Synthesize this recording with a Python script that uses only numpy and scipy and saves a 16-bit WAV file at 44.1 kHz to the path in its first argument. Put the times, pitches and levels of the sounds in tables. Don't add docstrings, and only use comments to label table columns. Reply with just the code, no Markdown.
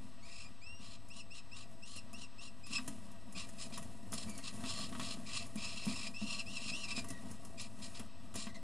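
import sys
import numpy as np
from scipy import signal
from scipy.fft import rfft, irfft, next_fast_len
from scipy.io import wavfile

SR = 44100
rng = np.random.default_rng(int(sys.argv[2]) if len(sys.argv) > 2 else 0)


def put_to_file(sound):
    columns = np.atleast_2d(sound).T
    safe = np.clip(columns, -1, 1)
    whole_steps = np.round(safe * 32767)
    wavfile.write(sys.argv[1], SR, whole_steps.astype(np.int16))


N = 380577
T = np.arange(N) / SR

# frequency_hz, relative_level_db (per Hz)
RASP_SPECTRUM = [(400, -48), (1100, -5.5), (2150, -16.5), (2450, -6.5), (3200, 2), (3550, 0), (4000, 3.5),
                 (5400, -1), (6100, -8.5), (7300, 1.5), (8500, -3), (9700, -2.5), (10700, -28),
                 (13000, -41)]
# frequency_hz, relative_level_db (per Hz)
CLACK_SPECTRUM = [(200, -36), (600, -13), (1100, 5), (1900, 1), (3200, 4), (5000, -6), (10000, -18)]
# start_s, relative_level_db, hardness_db (clack against thud)
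FLOOR_HITS = [(2.707, -44.5, 1), (2.734, -44, -12), (2.782, -51.5, 16.5), (2.882, -37, -18),
              (3.362, -43, -13), (3.774, -50.5, 11), (4.128, -37.5, 0.5), (4.289, -42, -10),
              (4.386, -49, 4.5), (4.638, -39.5, 2), (4.84, -41.5, -12), (4.925, -45, 3), (4.95, -45.5, 6),
              (4.996, -42, 10), (5.172, -38, -14), (5.557, -38, -8.5), (5.868, -28.5, -30),
              (5.899, -47, -23), (6.216, -32.5, -21), (6.658, -41.5, -21), (6.978, -39, 0),
              (7.106, -38.5, -13), (8.002, -45.5, -1), (8.352, -39, -1), (8.469, -45.5, 6.5)]


def amp(db):
    return 10 ** (np.asarray(db) / 20)


def unit(x):
    return x / np.sqrt(np.mean(x ** 2) + 1e-20)


def add(mix, s, sound):
    part = mix[max(round(s * SR), 0):][:len(sound)]
    part += sound[:len(part)]


def bump(t, at_s, width_s):
    return np.exp(-((t - at_s) / width_s) ** 2)


def colour(x, points):
    hz, db = np.transpose(points)
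    f = np.fft.rfftfreq(len(x), 1 / SR)
    curve_db = np.interp(np.log(f + 1), np.log(hz), db)
    return unit(irfft(rfft(x) * amp(curve_db), len(x)))


def wander(rate_hz):
    size = next_fast_len(N)
    f = np.fft.rfftfreq(size, 1 / SR)
    smoothed = rfft(rng.standard_normal(size)) / np.sqrt(1 + (f / rate_hz) ** 4)
    return unit(irfft(smoothed, size)[:N])


def noise(points):
    return colour(rng.standard_normal(next_fast_len(N)), points)[:N]


def grains(points, per_s, spread_db):
    size = next_fast_len(N)
    hits = (rng.random(size) < per_s / SR) * rng.choice([-1, 1], size)
    sizes_db = spread_db * np.minimum(rng.exponential(1, size), 4)
    return colour(hits * amp(sizes_db), points)[:N]


def burst(source, s, decay_s, rise_s):
    t = T[:SR // 8]
    return source[round(s * SR):][:len(t)] * (1 - np.exp(-t / rise_s)) * np.exp(-t / decay_s)


def box(x):
    # centre_hz, width_hz, ring_level_db (over the direct sound)
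    modes = [(90.7, 25, 12.5), (218.8, 33.7, 10), (252.4, 10.6, 11.5), (670.3, 25.5, 13.5), (968, 45, 8.5),
             (1131, 76, 9), (1260, 31, 6), (1576, 36, 5.5), (1899, 57, 8.5), (2380, 8.3, -14),
             (2633, 47, 3.5), (3000, 60, -30), (3836, 18, 3.5), (4214, 98, -1.5), (4994, 32, -7),
             (5057, 82, 1), (5285, 28, 7)]
    # centre_hz, width_hz, depth_db
    dips = [(1368, 100, -4.5), (1612, 54, -11.5), (2180, 112, -14.5), (5900, 250, -2.5)]
    out = x.copy()
    for hz, width, db in modes:
        out += amp(db) * signal.lfilter(*signal.iirpeak(hz, hz / width, SR), x)
    for hz, width, db in dips:
        out += (amp(db) - 1) * signal.lfilter(*signal.iirpeak(hz, hz / width, SR), out)
    return out


def walls(x, wet_db=-6, t60=0.11):
    t = T[:SR // 5]
    signs = rng.choice([-1, 1], len(t))
    chosen = rng.random(len(t)) < 1 / 10
    taps = signs * chosen * (t > .0015) * amp(-60 * t / t60)
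    echoes = signal.oaconvolve(x, taps / np.linalg.norm(taps))[:N]
    return (x + amp(wet_db) * echoes) / np.hypot(1, amp(wet_db))


def outside(level_db=-60, swell_db=1):
    # frequency_hz, relative_level_db (per Hz)
    air_spectrum = [(15, 10.5), (45, 5), (130, -12), (330, -17.5), (800, -15), (1500, -17), (2200, -18),
                    (2600, -14), (4200, -17.5), (6000, -21), (10400, -46), (11000, -33), (13000, -43)]
    return amp(level_db) * unit(box(noise(air_spectrum))) * amp(swell_db * wander(2.2))


def shuffling(tread_db=1, scrape_db=8, lumps_db=1.5, steps_db=1.57, steps_hz=5):
    # time_s, weight_db (on the floor), scraping_db (both before a trim)
    activity = [(0.0, -59, -78), (0.45, -63, -81), (0.72, -62, -86), (2.68, -60.5, -82),
                (2.85, -55.5, -63.5), (3.16, -57.5, -81), (3.57, -54.5, -67.5), (4.07, -54.5, -74.5),
                (4.31, -51, -63), (4.5, -53.5, -65.5), (5.01, -49.5, -62.5), (5.27, -54, -69.5),
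                (6.49, -55.5, -70.5), (7.02, -51.5, -66), (7.66, -56, -76), (7.88, -55.5, -64),
                (8.12, -59, -81.5), (8.6, -56.5, -80)]
    # frequency_hz, relative_level_db (per Hz)
    tread_spectrum = [(25, -18), (90, 1.5), (200, 8), (330, -4), (600, -1.5), (1200, -16), (2000, -19.5),
                      (4000, -25.5)]
    # frequency_hz, relative_level_db (per Hz)
    scrape_spectrum = [(300, 5), (1200, -3.5), (2200, 0.5), (2700, 2), (5000, -1.5), (7200, 3.5),
                       (10200, 5.5), (11200, -8.5), (13000, -10)]
    stir_rise_s, stir_fall_s, stir_tread_db, stir_scrape_db = .012, 0.029, -12.5, -20
    s, weight_db, gravel_db = np.transpose(activity)
    stir, t = np.zeros(N), T[:SR // 2]
    for knock_s, db, _ in FLOOR_HITS:
        add(stir, knock_s, amp(db) * (1 - np.exp(-t / stir_rise_s)) * np.exp(-t / stir_fall_s))
    tread = unit(box(grains(tread_spectrum, per_s=700, spread_db=2.0)))
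    scrape = box(grains(scrape_spectrum, per_s=3700, spread_db=-3.5))
    scrape = unit(scrape * amp(lumps_db * wander(25)))
    weight = np.hypot(amp(np.interp(T, s, weight_db) + tread_db), amp(stir_tread_db) * stir)
    gravel = np.hypot(amp(np.interp(T, s, gravel_db) + scrape_db), amp(stir_scrape_db) * stir)
    return (tread * weight + scrape * gravel) * amp(steps_db * wander(steps_hz))


def whistle(phase, dull_db=0):
    # multiple_of_pitch, relative_level_db
    partials = [(1, -4.5), (2, -8.5), (3, -11.5), (4, -43)]
    return sum(amp(db - dull_db * (k - 2)) * np.sin(round(k) * phase) for k, db in partials)


def cheep_pitch(t, left, first_hz, top_hz, whistle_s):
    rise_s, fall_s, last_hz, creep_per_s = .03, 0.02, 2405, .3
    rise = (first_hz - top_hz) * np.exp(-t / rise_s)
    fall = (last_hz - top_hz) * np.exp(-left / fall_s)
    return (top_hz + rise + fall) * (1 - creep_per_s * np.maximum(whistle_s - t, 0))


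def chicks(break_s=0.018, breath_db=-27, flutter_db=3, sag=.035, climb=0.19, climb_s=0.032,
           choke_db=-9.0, split_db=1.5, break_share=0.32):
    # start_s, end_s, first_hz, top_hz, whistle_s (clear before the break),
    # roughness (about 0.6 to 1.1), level_db (before effort and mix), push_at_s (time in the scene),
    # push_db, flare_db (closing swell or, if negative, dip), treble_db (boost or cut)
    cheep_rows = [ (0.22, 0.48, 2080, 2544, 0.026, .6, -55.5, .37, 1, 1, 1),
                  (.608, 0.967, 2280, 2845, 0.19, 0.91, -57, .705, 3, 4, -3),
                  (1.096, 1.22, 2350, 3110, 0.035, 0.77, -58, 1.17, 2.5, 7, -0.5),
                  (1.302, 1.406, 2420, 3060, 0.036, 0.85, -57, 1.37, 2, 5.5, -0.5),
                  (1.511, 1.647, 2400, 3014, 0.038, 0.86, -55.5, 1.59, 1.5, 3, -1.5),
                  (1.82, 2, 2450, 3105, 0.034, 0.8, -56, 1.92, 2, 9, 2.5),
                  (2.13, 2.257, 2420, 3110, .038, 0.75, -55.5, 2.23, 2, 4, -0.5),
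                  (2.379, 2.498, 2450, 3070, 0.027, 0.81, -57, 2.45, 4, 2, 0),
                  (2.63, 2.79, 2420, 2722, 0.024, 0.67, -57.5, 2.757, 19.5, 3.5, .5),
                  (3.345, 3.458, 2350, 2784, .021, .87, -51, 3.385, 5.5, -1.5, -3),
                  (3.577, 3.674, 2400, 2740, 0.0063, .89, -56.5, 3.63, 6, -0.5, 4.5),
                  (3.716, 3.781, 2450, 2650, .006, 0.89, -55, 3.745, 5.5, -2.5, 0),
                  (4.125, 4.246, 2550, 2724, .003, 1.1, -50.5, 4.21, 0.5, 5, 4),
                  (4.419, 4.52, 2450, 2860, 0.0068, 0.92, -56.5, 4.478, 10, -3, -1),
                  (4.644, 4.901, 2450, 3045, .011, 1.06, -45.5, 4.69, 1.5, -12, -3),
                  (5.006, 5.155, 2450, 2720, 0.0044, 0.95, -46, 5.06, 2.5, -4.5, -3),
                  (5.253, 5.467, 2480, 2683, 0.0099, 0.84, -51, 5.355, 10.5, -4.5, -1.5),
                  (5.566, 5.913, 2400, 2738, 0.01, 0.76, -48.5, 5.65, 7, -2, -3),
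                  (5.877, 6.088, 2450, 2570, .005, .72, -47.5, 5.99, 2.5, 6.5, -0.5),
                  (6.136, 6.421, 2454, 2864, 0.05, 0.66, -50.5, 6.32, 8.5, 10.5, -2.5),
                  (6.457, 6.594, 2380, 3016, .04, .63, -51.5, 6.56, 3, 6.5, -1),
                  (6.588, 6.718, 2550, 2820, .003, 0.71, -52, 6.65, 6, 10, -0.5),
                  (6.714, 6.864, 2450, 3003, 0.036, 0.6, -49, 6.77, 4.5, 6.5, -1.5),
                  (6.872, 6.941, 2500, 2610, 0.0058, 0.7, -50.5, 6.895, 7.5, 2, -2),
                  (6.943, 7.007, 2500, 2687, 0.0086, 0.64, -51, 6.995, 9.5, 3.5, 1.5),
                  (7.571, 7.677, 2350, 2786, 0.014, 0.79, -52, 7.6, 3.5, -6, 2.5),
                  (7.809, 7.892, 2450, 2750, 0.0038, 0.92, -56.5, 7.85, 3.5, -2, 3.5),
                  (7.938, 8.003, 2450, 2640, 0.0034, 0.91, -58, 7.96, 5.5, -1.5, -1.5),
                  (8.352, 8.477, 2500, 2665, 0.0021, 1.03, -50, 8.44, 2.5, -5, 2.5)]
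    # multiple_of_pitch_added, relative_level_db
    split_partials = [(0, -9.5), (1, -13), (2, -18.5)]
    usual_top_hz, base_second_hz, second_follows, second_hz_per_db = 2792, 4188, .35, 114
    usual_warble, warble_fade_hz = 0.0202, 425
    clear_below_db, rasp_share_per_db, most_rasp_share = -56, .11, .52
    rasp_db, end_rough, clear_s = -8.5, .25, .032
    closing_strain, strain_dull_db = .7, 3
    accent_db, accent_at_s, accent_width_s = 2, 0.017, 0.021
    push_width_s, flare_before_end_s, flare_width_s = 0.044, 0.017, 0.016
    throb_db, throb_hz, gate_s = 1.0, 11, 0.01
    full_voice_hz, weak_hz_per_db = 2504, 51

    out = np.zeros(N)
    jitter, second_jitter = .12 * wander(300), .033 * wander(300)
    slow, flutter, throb, hiss = wander(50.5), wander(62), wander(throb_hz), noise(RASP_SPECTRUM)
    for (start, end, first_hz, top_hz, whistle_s, roughness, level_db,
         push_at, push_db, flare_db, treble_db) in cheep_rows:
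        at = slice(round(start * SR), round(end * SR))
        t, left = T[at] - start, np.maximum(end - T[at], 0)
        pitch = cheep_pitch(t, left, first_hz, top_hz, whistle_s)

        strain = np.clip((level_db - clear_below_db) * rasp_share_per_db, 0, most_rasp_share)
        closing = end_rough + closing_strain * strain + roughness ** 8
        held = np.clip(closing + (left / clear_s) ** 3 / 2, 0, 1)
        breaking = np.clip((t - whistle_s) / (break_s + break_share * whistle_s) + .5, 0, 1)
        broken = breaking * held
        rough = np.clip(roughness, 0, 1) * (broken + strain * (1 - broken))

        warble = usual_warble * np.exp((usual_top_hz - top_hz) / warble_fade_hz)
        shake = rough ** 2 * jitter[at] + warble * np.maximum(broken, strain) * slow[at]
        phase = 2 * np.pi * np.cumsum(pitch * (1 + shake - sag * rough)) / SR

        still_low = climb * min(whistle_s / break_s, 1) * np.exp(-np.maximum(t - whistle_s, 0) / climb_s)
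        arch = np.sqrt(pitch / top_hz) * (1 - still_low)
        second_hz = base_second_hz * (top_hz / usual_top_hz) ** second_follows * arch
        second_phase = 2 * np.pi * np.cumsum(second_hz * (1 + roughness * second_jitter[at])) / SR
        split = sum(amp(db) * np.sin(second_phase + round(k) * phase) for k, db in split_partials)
        split = split * amp((top_hz - usual_top_hz) / second_hz_per_db)

        voice = whistle(phase, strain_dull_db * strain) * amp(choke_db * rough)
        voice = voice + np.sqrt(2) * rough ** 2 * split * amp(split_db + choke_db * rough ** 2)
        voice = voice + (amp(rasp_db) * np.sqrt(2) * rough ** 2 + amp(breath_db)) * hiss[at]
        voice = unit(voice * amp(flutter_db * rough * flutter[at]))
        treble = signal.filtfilt(*signal.butter(2, 6000, "high", fs=SR), voice)
        voice = voice + (amp(treble_db) - 1) * treble

        effort_db = level_db + accent_db * (1 - broken) * bump(t, accent_at_s, accent_width_s)
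        effort_db = effort_db + push_db * bump(T[at], push_at, push_width_s)
        effort_db = effort_db + flare_db * bump(left, flare_before_end_s, flare_width_s)
        effort_db = effort_db + throb_db * rough * throb[at]
        effort_db = effort_db - np.maximum(full_voice_hz - pitch, 0) / weak_hz_per_db
        gate = np.clip(np.minimum(t, left) / gate_s, 0, 1)
        add(out, start, voice * gate * amp(effort_db))
    return out


def ticks(level_db=-3, decay_s=0.0049, clack_db=-10):
    # time_s, relative_level_db, body_db (low-mid body against the treble, before a trim)
    snap_rows = [(1.0854, -46, -16), (1.7145, -54, -8), (1.9624, -36.5, -1), (2.1312, -40, -4),
                 (2.6666, -41, 2), (2.71, -45, 2), (2.878, -28, -0.5), (3.116, -45.5, -6), (3.325, -41, -7),
                 (3.49, -40.5, 1), (3.777, -32.5, -9), (3.8266, -40.5, 4), (4.1211, -31, -20),
                 (4.135, -26.5, -31), (4.2961, -34.5, -13), (4.3777, -34, -17), (4.999, -37.5, -10),
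                 (5.466, -42.5, -10), (5.5562, -36.5, -13), (5.855, -34, -19), (7.044, -40, 3.5),
                 (7.086, -34.5, -16), (7.1036, -31, 0), (7.313, -38, -13), (7.45, -38, -3),
                 (7.614, -35.5, -23), (7.9958, -36, 6), (8.3413, -36, 1), (8.3567, -29, -19)]
    # frequency_hz, relative_level_db (per Hz)
    snap_spectrum = [(500, -1.5), (2000, -29.5), (4500, -14.5), (6000, -2.5), (7100, 1), (8200, -3),
                     (10200, 3.5), (11000, -11), (12500, -10)]
    out, snap, clack = np.zeros(N), noise(snap_spectrum), noise(CLACK_SPECTRUM)
    rise_s = .0025
    for s, db, body_db in snap_rows:
        bright = burst(snap, s, decay_s, rise_s)
        body = amp(body_db + clack_db) * burst(clack, s, decay_s, rise_s)
        add(out, s - rise_s / 2, amp(db + level_db) * (bright + body))
    return out


def knocks(thud_db=-1, clack_db=-11, decay_s=0.015, rise_s=0.00024, push_s=0.00048,
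           settle_db=-13, settle_s=0.029):
    # frequency_hz, relative_level_db (per Hz)
    thud_spectrum = [(30, -18), (100, -4), (200, 13), (300, 7.5), (450, -41), (900, -43), (2500, -43)]
    out, clack, settle = np.zeros(N), noise(CLACK_SPECTRUM), noise(thud_spectrum)
    u = T[:SR // 8] / push_s
    push = u * (2 - u) * np.exp(-u)
    for s, db, hard_db in FLOOR_HITS:
        thud = push + amp(settle_db) * burst(settle, s, settle_s, rise_s)
        stones = amp(clack_db + hard_db) * burst(clack, s, decay_s, rise_s)
        add(out, s, amp(db) * (amp(thud_db) * thud + stones))
    return out


def peeps(attack_s=0.0077, release_s=0.017, fade_db=-5, waver=0.024, jitter=0.039, hiss_db=-5):
    # start_s, end_s, first_hz, last_hz, level_db (before fade and mix), roughness (0-1)
    peep_rows = [(4.276, 4.438, 2400, 2090, -57, 0.3), (7.085, 7.217, 1984, 1853, -62, 0.23),
                 (8.482, 8.521, 2130, 1910, -56, 0.65), (8.541, 8.584, 2240, 1825, -52.5, 0.73)]
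    out, slow, fast, hiss = np.zeros(N), wander(62), wander(300), noise(RASP_SPECTRUM)
    for start, end, first_hz, last_hz, level_db, roughness in peep_rows:
        at = slice(round(start * SR), round(end * SR))
        t, left = T[at] - start, end - T[at]
        done = t / (end - start)
        shake = waver * slow[at] + jitter * roughness * fast[at]
        hz = (first_hz + (last_hz - first_hz) * done) * (1 + shake)
        tone = whistle(2 * np.pi * np.cumsum(hz) / SR)
        voice = unit(tone + amp(hiss_db) * roughness * hiss[at])
        gate = np.clip(np.minimum(t / attack_s, left / release_s), 0, 1)
        add(out, start, voice * gate * amp(level_db + fade_db * done))
    return out


def scene(chicks_db=-2):
    voices = amp(chicks_db) * (chicks() + peeps())
    echoing = walls(voices + ticks())
    nest = box(echoing + knocks()) + shuffling() + outside()
    return np.array([nest, nest])


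def record(dry):
    # frequency_hz, level_db (rms)
    electrical_lines = [(120, -81), (360, -81.5), (8000, -76.5)]
    cut_hz = 12850
    hum = sum(amp(db) * np.sqrt(2) * np.sin(2 * np.pi * hz * T) for hz, db in electrical_lines)
    offset = np.array([[.0115], [.0076]])
    lowpass = signal.firwin(511, cut_hz, window=("kaiser", 9), fs=SR)
    return signal.oaconvolve(dry + hum, lowpass[None], "same") + offset


dry = scene()
out = record(dry)
put_to_file(out)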